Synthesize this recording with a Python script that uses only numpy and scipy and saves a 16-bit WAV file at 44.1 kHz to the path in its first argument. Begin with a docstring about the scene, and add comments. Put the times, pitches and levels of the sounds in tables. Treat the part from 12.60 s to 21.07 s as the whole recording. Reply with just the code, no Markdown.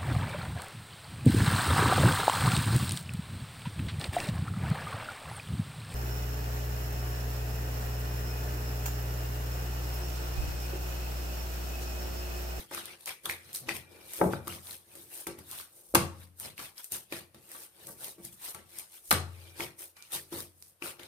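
"""Kneading sticky dough

Hands work dough in a clay dish on a tiled kitchen counter, close to a small camera's microphone.
Each stroke peels the dough with a fine crackle, a wet squelch and a few snaps. Fists and the dropped
lump thump the dish, and a palm rubs the glaze. Tiles and walls answer over a faint kitchen hush."""
import sys
import numpy as np
from scipy import signal
from scipy.fft import rfft, irfft, next_fast_len
from scipy.io import wavfile
from scipy.ndimage import uniform_filter1d

SR = 44100
rng = np.random.default_rng(int(sys.argv[2]) if len(sys.argv) > 2 else 0)


def unload_wav(signal):
    """Save mono or channel-first audio to the path in sys.argv[1] as 16-bit WAV at rate SR, clipped to [-1, 1]."""
    wavfile.write(
        sys.argv[1],
        SR,
        np.round(np.clip(np.atleast_2d(signal).T, -1, 1) * 32767).astype(np.int16),
    )


N = 373527

# room modes below 250 Hz, modes of the dish above: f/Hz, level/dB, t60/s
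MODES = [(87.36, 0, 0.98), (109, -12, 0.99), (140.8, -2, 0.44), (184.8, -3, 0.4), (233.4, -4.5, 0.15),
         (293.2, -17, 0.7), (339, -1, 0.2), (387.4, -3, 0.12), (434, 0, 0.075), (482.7, -4, 0.14),
         (542.4, 2.5, 0.081), (641.7, -5, 0.18), (736, -1, 0.074), (853.6, 1.5, 0.081), (917, 0.5, 0.075),
         (1148, 1.5, 0.061), (1220, -4, 0.055), (1346, -5, 0.11), (1560, -8.5, 0.12), (1937, -5.5, 0.029),
         (2240, -14, 0.082)]
# bright spectrum of tearing dough: f/Hz, level/dB
PEEL_SPECTRUM = [(1500, -23.5), (3000, -16), (6000, -8.5), (12000, -4.5), (16000, -1)]


def amp(db):
    """Gain of a dB value."""
    return 10 ** (np.asarray(db) / 20)


def unit(x):
    """Scaled to rms 1."""
    return x / np.sqrt(np.mean(x ** 2) + 1e-20)


def along(points, hz):
    """A curve through (frequency, value) points, read on a log axis."""
    f, v = np.transpose(points)
    return np.interp(np.log(hz + 1), np.log(f + 1), v)


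def filtered(x, response):
    """x through a complex frequency response."""
    m = next_fast_len(N + SR)
    return irfft(rfft(x, m) * response(np.fft.rfftfreq(m, 1 / SR)), m)[..., :N]


def eq(x, curve, gain_db=0):
    """x coloured by a curve of f/Hz, level/dB."""
    return filtered(x, lambda hz: amp(along(curve, hz) + gain_db))


def stereo_noise(length=N):
    """White noise, independent left and right."""
    return rng.standard_normal((2, length))


def hush():
    """Faint, steady room tone."""
    spectrum = [(18, -38.5), (30, 1), (107, -4.5), (255, -10), (340, 2), (1030, -7), (7280, -20),
                (12000, -13.5), (14800, -18.5), (16500, -41)]  # the quiet kitchen: f/Hz, level/dB
    return amp(-71) * unit(eq(stereo_noise(), spectrum))


def stroke_envelopes():
    """Each stroke swells as the hand arrives, holds, then fades; overlapping strokes add in power."""
    # hand strokes: full contact t/s, approach/s, hold/s, peel/dB, squelch/dB, push/dB, rumble/dB
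    gestures = [(0.0, 0.044, 0.0092, -48, -49, -51.5, -53), (0.134, 0.056, 0.055, -46, -42, -48.0, -55),
                (0.235, 0.11, 0.1, -77.5, -50, -56, -63), (0.407, 0.052, 0.029, -56.5, -60, -67, -71),
                (0.473, 0.021, 0.012, -39.5, -39.5, -52, -59), (0.647, 0.035, 0.024, -47.5, -55, -51, -57),
                (0.695, 0.016, 0.0088, -39, -39.5, -48, -59), (0.894, 0.45, 0.02, -58.5, -56.5, -61.5, -59),
                (0.945, 0.023, 0.0136, -35.5, -50, -55, -60), (1.026, 0.063, 0.031, -78, -63, -54.5, -47.5),
                (1.089, 0.03, 0.012, -60, -36.0, -42.5, -48.0),
                (1.144, 0.06, 0.017, -44.0, -45.5, -52, -47), (1.324, 0.15, 0.14, -65, -59.0, -54.5, -60),
                (1.542, 0.163, 0.05, -41.5, -47.5, -58, -66), (1.616, 0.033, 0.056, -46.5, -59, -27.5, -33),
                (1.727, 0.054, 0.0065, -51, -45, -38, -36.0),
                (1.896, 0.099, 0.063, -47.5, -47.5, -50.5, -48.5),
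                (2.092, 0.19, 0.051, -44.5, -51.5, -59, -60), (2.359, 0.26, 0.071, -52.5, -59.5, -59, -60),
                (2.551, 0.16, 0.058, -43.5, -53, -57.5, -70), (2.677, 0.018, 0.024, -56, -50.0, -45, -46),
                (2.784, 0.026, 0.014, -64, -57, -55, -52), (2.919, 0.13, 0.092, -44.5, -49.5, -61.5, -63),
                (3.162, 0.18, 0.048, -55.5, -70.0, -63, -70), (3.268, 0.19, 0.049, -56.5, -80, -65, -72),
                (3.346, 0.0079, 0.08, -47, -48, -46, -32.5), (3.609, 0.23, 0.036, -58.0, -59.5, -69, -54.0),
                (3.806, 0.054, 0.0087, -43.0, -54, -62, -56), (3.848, 0.059, 0.01, -45, -43.5, -49, -47.5),
                (3.992, 0.045, 0.059, -46, -48, -56, -58), (4.183, 0.056, 0.015, -48, -52.5, -68, -83),
                (4.238, 0.046, 0.011, -48, -68.0, -81, -80),
                (4.324, 0.027, 0.028, -36, -43.5, -51.5, -52.5),
                (4.527, 0.047, 0.053, -48, -46.0, -51.5, -52.0),
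                (4.744, 0.014, 0.04, -70, -63.5, -63, -57.5), (4.93, 0.22, 0.11, -48.5, -55.5, -59.5, -69),
                (5.234, 0.24, 0.017, -55.5, -56.5, -59.0, -61),
                (5.281, 0.11, 0.035, -48, -64, -52.5, -53.5), (5.427, 0.1, 0.057, -42.5, -50, -52, -61),
                (5.589, 0.058, 0.026, -63.0, -67.0, -57, -55),
                (5.648, 0.049, 0.0086, -44, -53.5, -58.5, -50),
                (5.723, 0.049, 0.018, -52.5, -67, -71.0, -59), (5.845, 0.1, 0.05, -41.0, -48, -60.0, -68.0),
                (5.95, 0.022, 0.043, -64, -57, -55, -54.0), (6.173, 0.19, 0.04, -48.5, -52.5, -61.5, -65),
                (6.338, 0.128, 0.036, -51, -58.5, -70, -75), (6.462, 0.086, 0.042, -48, -72, -79, -80),
                (6.52, 0.017, 0.038, -44.0, -40, -34.5, -41), (6.818, 0.7, 0.08, -60.5, -58, -59.5, -62),
                (7.013, 0.1, 0.019, -42.0, -41, -42, -48), (7.193, 0.032, 0.047, -45, -55, -57, -73),
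                (7.366, 0.018, 0.11, -61.5, -61, -92, -73.0), (7.533, 0.039, 0.017, -34, -39.5, -51, -57),
                (7.73, 0.036, 0.056, -46.5, -46, -46, -47), (7.791, 0.14, 0.013, -41, -51, -60, -65),
                (8.029, 0.23, 0.065, -58.5, -78, -79.0, -67.5), (8.238, 0.036, 0.049, -43, -43, -45.5, -56),
                (8.402, 0.043, 0.046, -70, -52.5, -52.5, -59)]
    # fade after the hand lets go, each in dB/s: peel, squelch, push, rumble
    fade_rates = [260, 248, 212, 136]
    contact, approach, hold, *levels = np.transpose(gestures)[:, :, None]
    t = np.arange(0, N, 44) / SR
    swell_db = -30 * np.clip(contact - t, 0, None) / approach
    released_s = np.clip(t - contact - hold, 0, None)
    envelopes = []
    for db, fade in zip(levels, fade_rates):
        power = (amp(db + swell_db - fade * released_s) ** 2).sum(axis=0)
        envelopes.append(amp(np.interp(np.arange(N) / SR, t, 10 * np.log10(power + 1e-12))))
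    return envelopes


def crackle(tears_per_s, spread_db, spectrum):
    """Tiny threads of dough tear at random, each a grain of noise heard on both sides at once."""
    tears = (rng.random(N) < tears_per_s / SR) * amp(spread_db * rng.standard_normal(N))
    grains = np.sqrt(np.abs(signal.lfilter([1], [1, -.95], tears ** 2)))
    return eq(grains * stereo_noise(), spectrum)


def patchy(x, depth_db):
    """Random passing patches, a few hundred Hz wide, colour the noise."""
    spectra = signal.stft(x, nperseg=256)[2]
    patches = uniform_filter1d(rng.standard_normal(spectra.shape[1:]), size=2, axis=0)
    patches = uniform_filter1d(patches, size=10, axis=1)
    return unit(signal.istft(spectra * amp(depth_db * unit(patches)), nperseg=256)[1][:, :N])


def dish(force):
    """A force on the dish rings the modes; the faster a mode dies, the broader it is."""
    def response(f):
        return sum((-1) ** k * amp(db) * 1j * f * 100
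                   / (hz * hz - f * f + 1j * f * np.log(1000) / (np.pi * t60))
                   for k, (hz, db, t60) in enumerate(MODES))
    return filtered(force, response)


def strokes():
    """Dough peels and squelches while the hand's uneven push shakes dish and counter."""
    squelch_spectrum = [(300, -5), (800, 1.5), (1400, 2), (2400, 1.5), (4000, 0.5), (7000, -10),
                        (12000, -11.5)]  # squeezed wet dough: f/Hz, level/dB
    rumble_spectrum = [(40, -31), (70, -6.5), (86, -5.5), (130, -3.5), (183, -7.5), (240, -8.5), (300, -50)]  # the shaken counter: f/Hz, level/dB
    peel_gain, squelch_gain, push_gain, rumble_gain = stroke_envelopes()
    peel = patchy(crackle(tears_per_s=3500, spread_db=3.5, spectrum=PEEL_SPECTRUM), depth_db=2)
    squelch = patchy(crackle(tears_per_s=4000, spread_db=3, spectrum=squelch_spectrum), depth_db=4)
    force = filtered(stereo_noise(), lambda hz: (hz > 260) / (1 + (hz / 420) ** 2))
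    push = unit(dish(force))
    rumble = unit(eq(stereo_noise(), rumble_spectrum))
    return peel_gain * peel + squelch_gain * squelch + push_gain * push + rumble_gain * rumble


def thumps():
    """Blows ring dish and room, dough damps the dish, wet skin splats. Returns ring, splat."""
    # fists and the dropped lump: t/s, boom/dB, low/dB, body/dB, upper body/dB, high ring/dB,
    # damping by dough/ratio, slap/dB, spray/dB
    blows = [(0.113, -56, -71, -47, -41, -43.5, 0.98, -58, -45),
             (0.655, -48, -53, -54, -46, -41, 1.2, -34.5, -32),
             (1.086, -48, -47, -35, -40, -37.5, 1.15, -32, -54),
             (1.614, -58, -22, -20.5, -15, -21.5, 1.32, -60, -48.5),
             (1.642, -40, -18.5, -21.5, -15.5, -41, 2.3, -59, -50),
             (1.735, -45.5, -40, -26, -28.5, -23.5, 2.9, -44, -56),
             (1.872, -63.5, -43, -35.5, -47, -41, 1.6, -35, -40),
             (2.353, -68, -65, -48, -59, -83, 0.65, -50, -43),
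             (2.669, -56.5, -50, -34.5, -48, -43, 0.67, -36, -29.5),
             (2.788, -52, -51.5, -40.5, -52, -54, 2, -55, -44),
             (3.34, -57.5, -43, -26.5, -27.5, -51, 0.59, -48, -42),
             (3.348, -37.5, -22, -29, -36, -18, 3.7, -17.5, -12.5),
             (3.352, -33, -36, -16.5, -20.5, -13, 1.67, -10.5, -18.5),
             (3.992, -75, -57, -42, -49, -55, 1.9, -34.5, -51),
             (4.524, -57.5, -44, -32.5, -37, -48.5, 1.44, -34.5, -37.5),
             (4.745, -68, -61.5, -53, -59, -65.5, 0.59, -47.5, -53),
             (4.948, -73.5, -62.5, -48.5, -56, -41, 1.4, -48, -56),
             (5.281, -69, -47, -55, -58, -54, .6, -62, -58), (5.582, -68, -46, -47, -66, -66, .6, -71, -60),
             (5.946, -56, -73, -60, -55, -48, 0.65, -39, -36.5),
             (6.508, -43, -32, -39, -52, -44, 3, -19.5, -14),
             (6.512, -28, -24.5, -24.5, -30, -15.5, 1.3, -12, -31.5),
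             (6.998, -54, -44, -36, -43, -37.5, 1.06, -38, -38),
             (7.367, -77, -75, -77, -88, -57, 0.77, -44.5, -58),
             (7.542, -56, -45, -45.5, -46, -57, 0.73, -41, -39),
             (7.723, -52, -41, -32.5, -53, -61, 1.17, -47, -54.5),
             (8.221, -60.5, -46.5, -35, -55, -38, 1.3, -57, -57),
             (8.396, -58.5, -56, -45.5, -62, -50, 1.8, -43, -48)]
    band_centres = [95, 185, 336, 550, 1300]  # the five bands from boom to high ring: f/Hz
    hz, mode_db, t60 = np.transpose(MODES)[:, :, None]
    t = np.arange(SR * 3 // 4) / SR
    is_room_mode = hz < 250  # low room modes build up slowly and boom on
    rise = 1 - np.exp(-t * hz / np.where(is_room_mode, 1.6, .4))
    sine, cosine = rise * np.sin(2 * np.pi * hz * t), rise * np.cos(2 * np.pi * hz * t)
    contact = amp(-30 * t[:4000] / .016) * (1 - np.exp(-t[:4000] / .0005))  # 30 dB down in 16 ms
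    ring, slap, spray = np.zeros((3, 2, N + SR))
    for onset, *band_db, damping, slap_db, spray_db in blows:
        start = round(onset * SR)
        dough_loss = np.where(is_room_mode, 1, damping ** (1 + (hz / 2000) ** 2))
        fade = np.exp(-np.log(1000) * t * dough_loss / t60)
        level_db = mode_db + along(list(zip(band_centres, band_db)), hz)
        gain = amp(level_db + rng.normal(0, 1.5, hz.shape))
        phase_spread = rng.normal(0, 1, hz.shape) * hz / 900  # left and right part more in high modes
        mid = (gain * np.cos(phase_spread)).T @ (fade * sine)
        side = (gain * np.sin(phase_spread)).T @ (fade * cosine)
        ring[:, start:start + len(t)] += mid + side * [[1], [-1]]
        for layer, db in (slap, slap_db), (spray, spray_db):
            layer[:, start:start + len(contact)] += amp(db) * contact * stereo_noise(len(contact))
    slap_spectrum = [(500, -14.5), (1200, 3), (2500, -2.5), (5000, -6.5), (8000, -14), (16000, -30.5)]  # the smack of wet skin: f/Hz, level/dB
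    splat = eq(slap[:, :N], slap_spectrum, gain_db=6) + eq(spray[:, :N], PEEL_SPECTRUM, gain_db=4.5)
    return ring[:, :N], splat


def snaps():
    """The dough's skin tears with a thin tick, and an air pocket pops with a short, rough ring."""
    pockets = [(0.147, -19.5, -45.5, 1350), (0.177, -36, -40.5, 1400), (0.2553, -23, -58, 3620),
               (0.408, -37, -65, 4060), (0.4583, -19, -53, 5500), (0.4765, -36, -42, 2300),
               (0.4922, -24.5, -41, 2310), (0.6564, -19, -40, 3410), (0.661, -29, -40, 1313),
               (0.6969, -27, -31, 2087), (0.7098, -22, -41, 2060), (0.93, -25, -58, 3970),
               (0.9491, -21, -46, 4200), (0.959, -30, -45, 5180), (1.0908, -38, -31, 2240),
               (1.166, -21, -47.5, 2380), (1.5345, -20, -58, 1730), (1.879, -16.5, -40.5, 1220),
               (1.9242, -43, -50, 2170), (2.0701, -34, -54, 4060), (2.1094, -39, -50, 4120),
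               (2.668, -24, -45.5, 2230), (2.787, -33, -68, 2170), (2.913, -22, -53, 4170),
               (2.9872, -30, -49, 3550), (2.999, -29.5, -49.5, 1370), (3.7988, -20.5, -61.5, 1870),
               (3.979, -29, -47, 2460), (3.9984, -38, -47.5, 1215), (4.18, -39, -50.5, 5200),
               (4.2428, -21.5, -70, 5800), (4.32, -14, -58, 5560), (4.524, -25.5, -39, 2130),
               (4.9158, -26, -54, 1710), (5.2693, -23, -64, 2150), (5.2885, -28.5, -60, 1520),
               (5.444, -23, -50.5, 4050), (5.6514, -26, -60, 5940), (5.8484, -55, -57, 3880),
               (5.949, -50, -56, 1550), (6.1859, -16.5, -64, 5630), (6.1958, -23, -63, 5900),
               (6.5259, -4.5, -31, 1320), (7.0051, -29, -35.5, 2190), (7.4243, -49, -52.5, 5300),
               (7.5205, -26, -50.5, 3330), (7.5346, -27.5, -57, 2690), (7.5492, -21, -45, 4370),
               (7.5601, -20, -46, 4670), (7.7272, -43, -46, 1102), (7.8044, -23, -50.5, 5030),
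               (8.0244, -31.5, -55, 5200), (8.2228, -40, -39.5, 2530), (8.258, -29, -45, 1275),
               (8.395, -51, -53, 2940), (8.4322, -35, -55, 3220)]  # sticky snaps: t/s, tick/dB, pop/dB, pop f/Hz
    t60_cycles, roughness, tick_s = 28, .7, .0006
    t = np.arange(2000) / SR
    pops, ticks = np.zeros((2, 2, N + len(t)))
    for onset, tick_db, pop_db, hz in pockets:
        pan = amp(np.array([[.5], [-.5]]) * rng.standard_normal())
        phase = rng.uniform(0, 2 * np.pi, (2, 1))
        ring = np.sin(2 * np.pi * hz * t + phase) * amp(-60 * t * hz / t60_cycles)
        flutter = unit(uniform_filter1d(stereo_noise(len(t)), size=int(3 * SR / hz)))
        pop = ring * (1 - np.exp(-t * hz)) * (1 - roughness + roughness * flutter)
        tick = (t / tick_s) ** 2 * np.exp(-t / tick_s) * stereo_noise(len(t))
        start = round(onset * SR)
        span = slice(start, start + len(t))
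        pops[:, span] += pan * amp(pop_db) * pop / np.sqrt(np.mean(pop[:, :600] ** 2))
        ticks[:, span] += pan * amp(tick_db) * tick / np.abs(tick).max(axis=1, keepdims=True)
    return pops[:, :N] + eq(ticks[:, :N], PEEL_SPECTRUM)


def rubs():
    """A palm slides on the glaze: soft friction swells and sings in two narrow bands."""
    slides = [(0.723, .2, -73), (1.2, 0.69, -63), (6.775, 0.31, -64), (7.354, 0.1, -59.5)]  # slow palm rubs: t/s, length/s, level/dB
    glaze_bands = [(1450, 55, -3), (2370, 50, 5.5)]  # where the glaze sings: f/Hz, width/Hz, level/dB
    t = np.arange(N) / SR
    swell = sum(amp(db) * np.sqrt(np.sin(np.pi * np.clip((t - onset) / length, 0, 1)))
                for onset, length, db in slides)

    def response(f):
        return sum(amp(db) / (1 + ((f - hz) / width) ** 2) for hz, width, db in glaze_bands)
    return swell * unit(filtered(stereo_noise(), response))


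def kitchen(send):
    """Tiles and walls answer with a short tail in which each frequency dies at its own speed."""
    decay_times = [(100, 0.32), (500, 0.45), (2000, 0.33), (8000, 0.3), (15000, 0.1)]  # the room's reverb: f/Hz, t60/s
    hz, t, spectra = signal.stft(stereo_noise(SR // 2), SR, nperseg=256)
    fade = amp(-60 * t / along(decay_times, hz)[:, None])
    tail = signal.istft(spectra * fade, SR, nperseg=256)[1]
    predelayed = np.pad(send, ((0, 0), (150, 0)))
    return signal.fftconvolve(predelayed, tail / np.linalg.norm(tail[0]), axes=1)[:, :N]


def mic_ports(pair):
    """The two ports share the lows but not the treble; the left is slightly louder."""
    likeness = [(60, 0.86), (200, 0.76), (550, 0.7), (1500, 0.0077), (15000, 0.0082)]  # left-right likeness: f/Hz, correlation

    def angle(hz):
        return np.arcsin(along(likeness, hz)) / 2
    direct = filtered(pair, lambda hz: np.cos(angle(hz)))
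    crossfeed = filtered(pair[::-1], lambda hz: np.sin(angle(hz)))
    return (direct + crossfeed) * amp([[.9], [-.9]])


def scene():
    """Thumps and snaps feed the room; strokes and rubs stay dry over the hush."""
    ring, splat = thumps()
    snap = snaps()
    room = kitchen(amp(-9.5) * ring + amp(-6) * splat + amp(-7) * snap)
    return mic_ports(ring + splat + snap + room + strokes() + rubs() + hush())


def record(dry):
    """A small microphone with a treble dip and peak, cut off at 16.6 kHz."""
    mic_curve = [(20, -24.5), (50, -0.5), (80, -7), (6000, 1.5), (7500, 0.5), (8800, 9), (10500, 5),
                 (14000, 3), (15500, -8), (16200, -27.5)]  # microphone response: f/Hz, level/dB
    return filtered(dry, lambda hz: amp(along(mic_curve, hz)) * (hz < 16600))


dry = scene()
out = record(dry)
unload_wav(out)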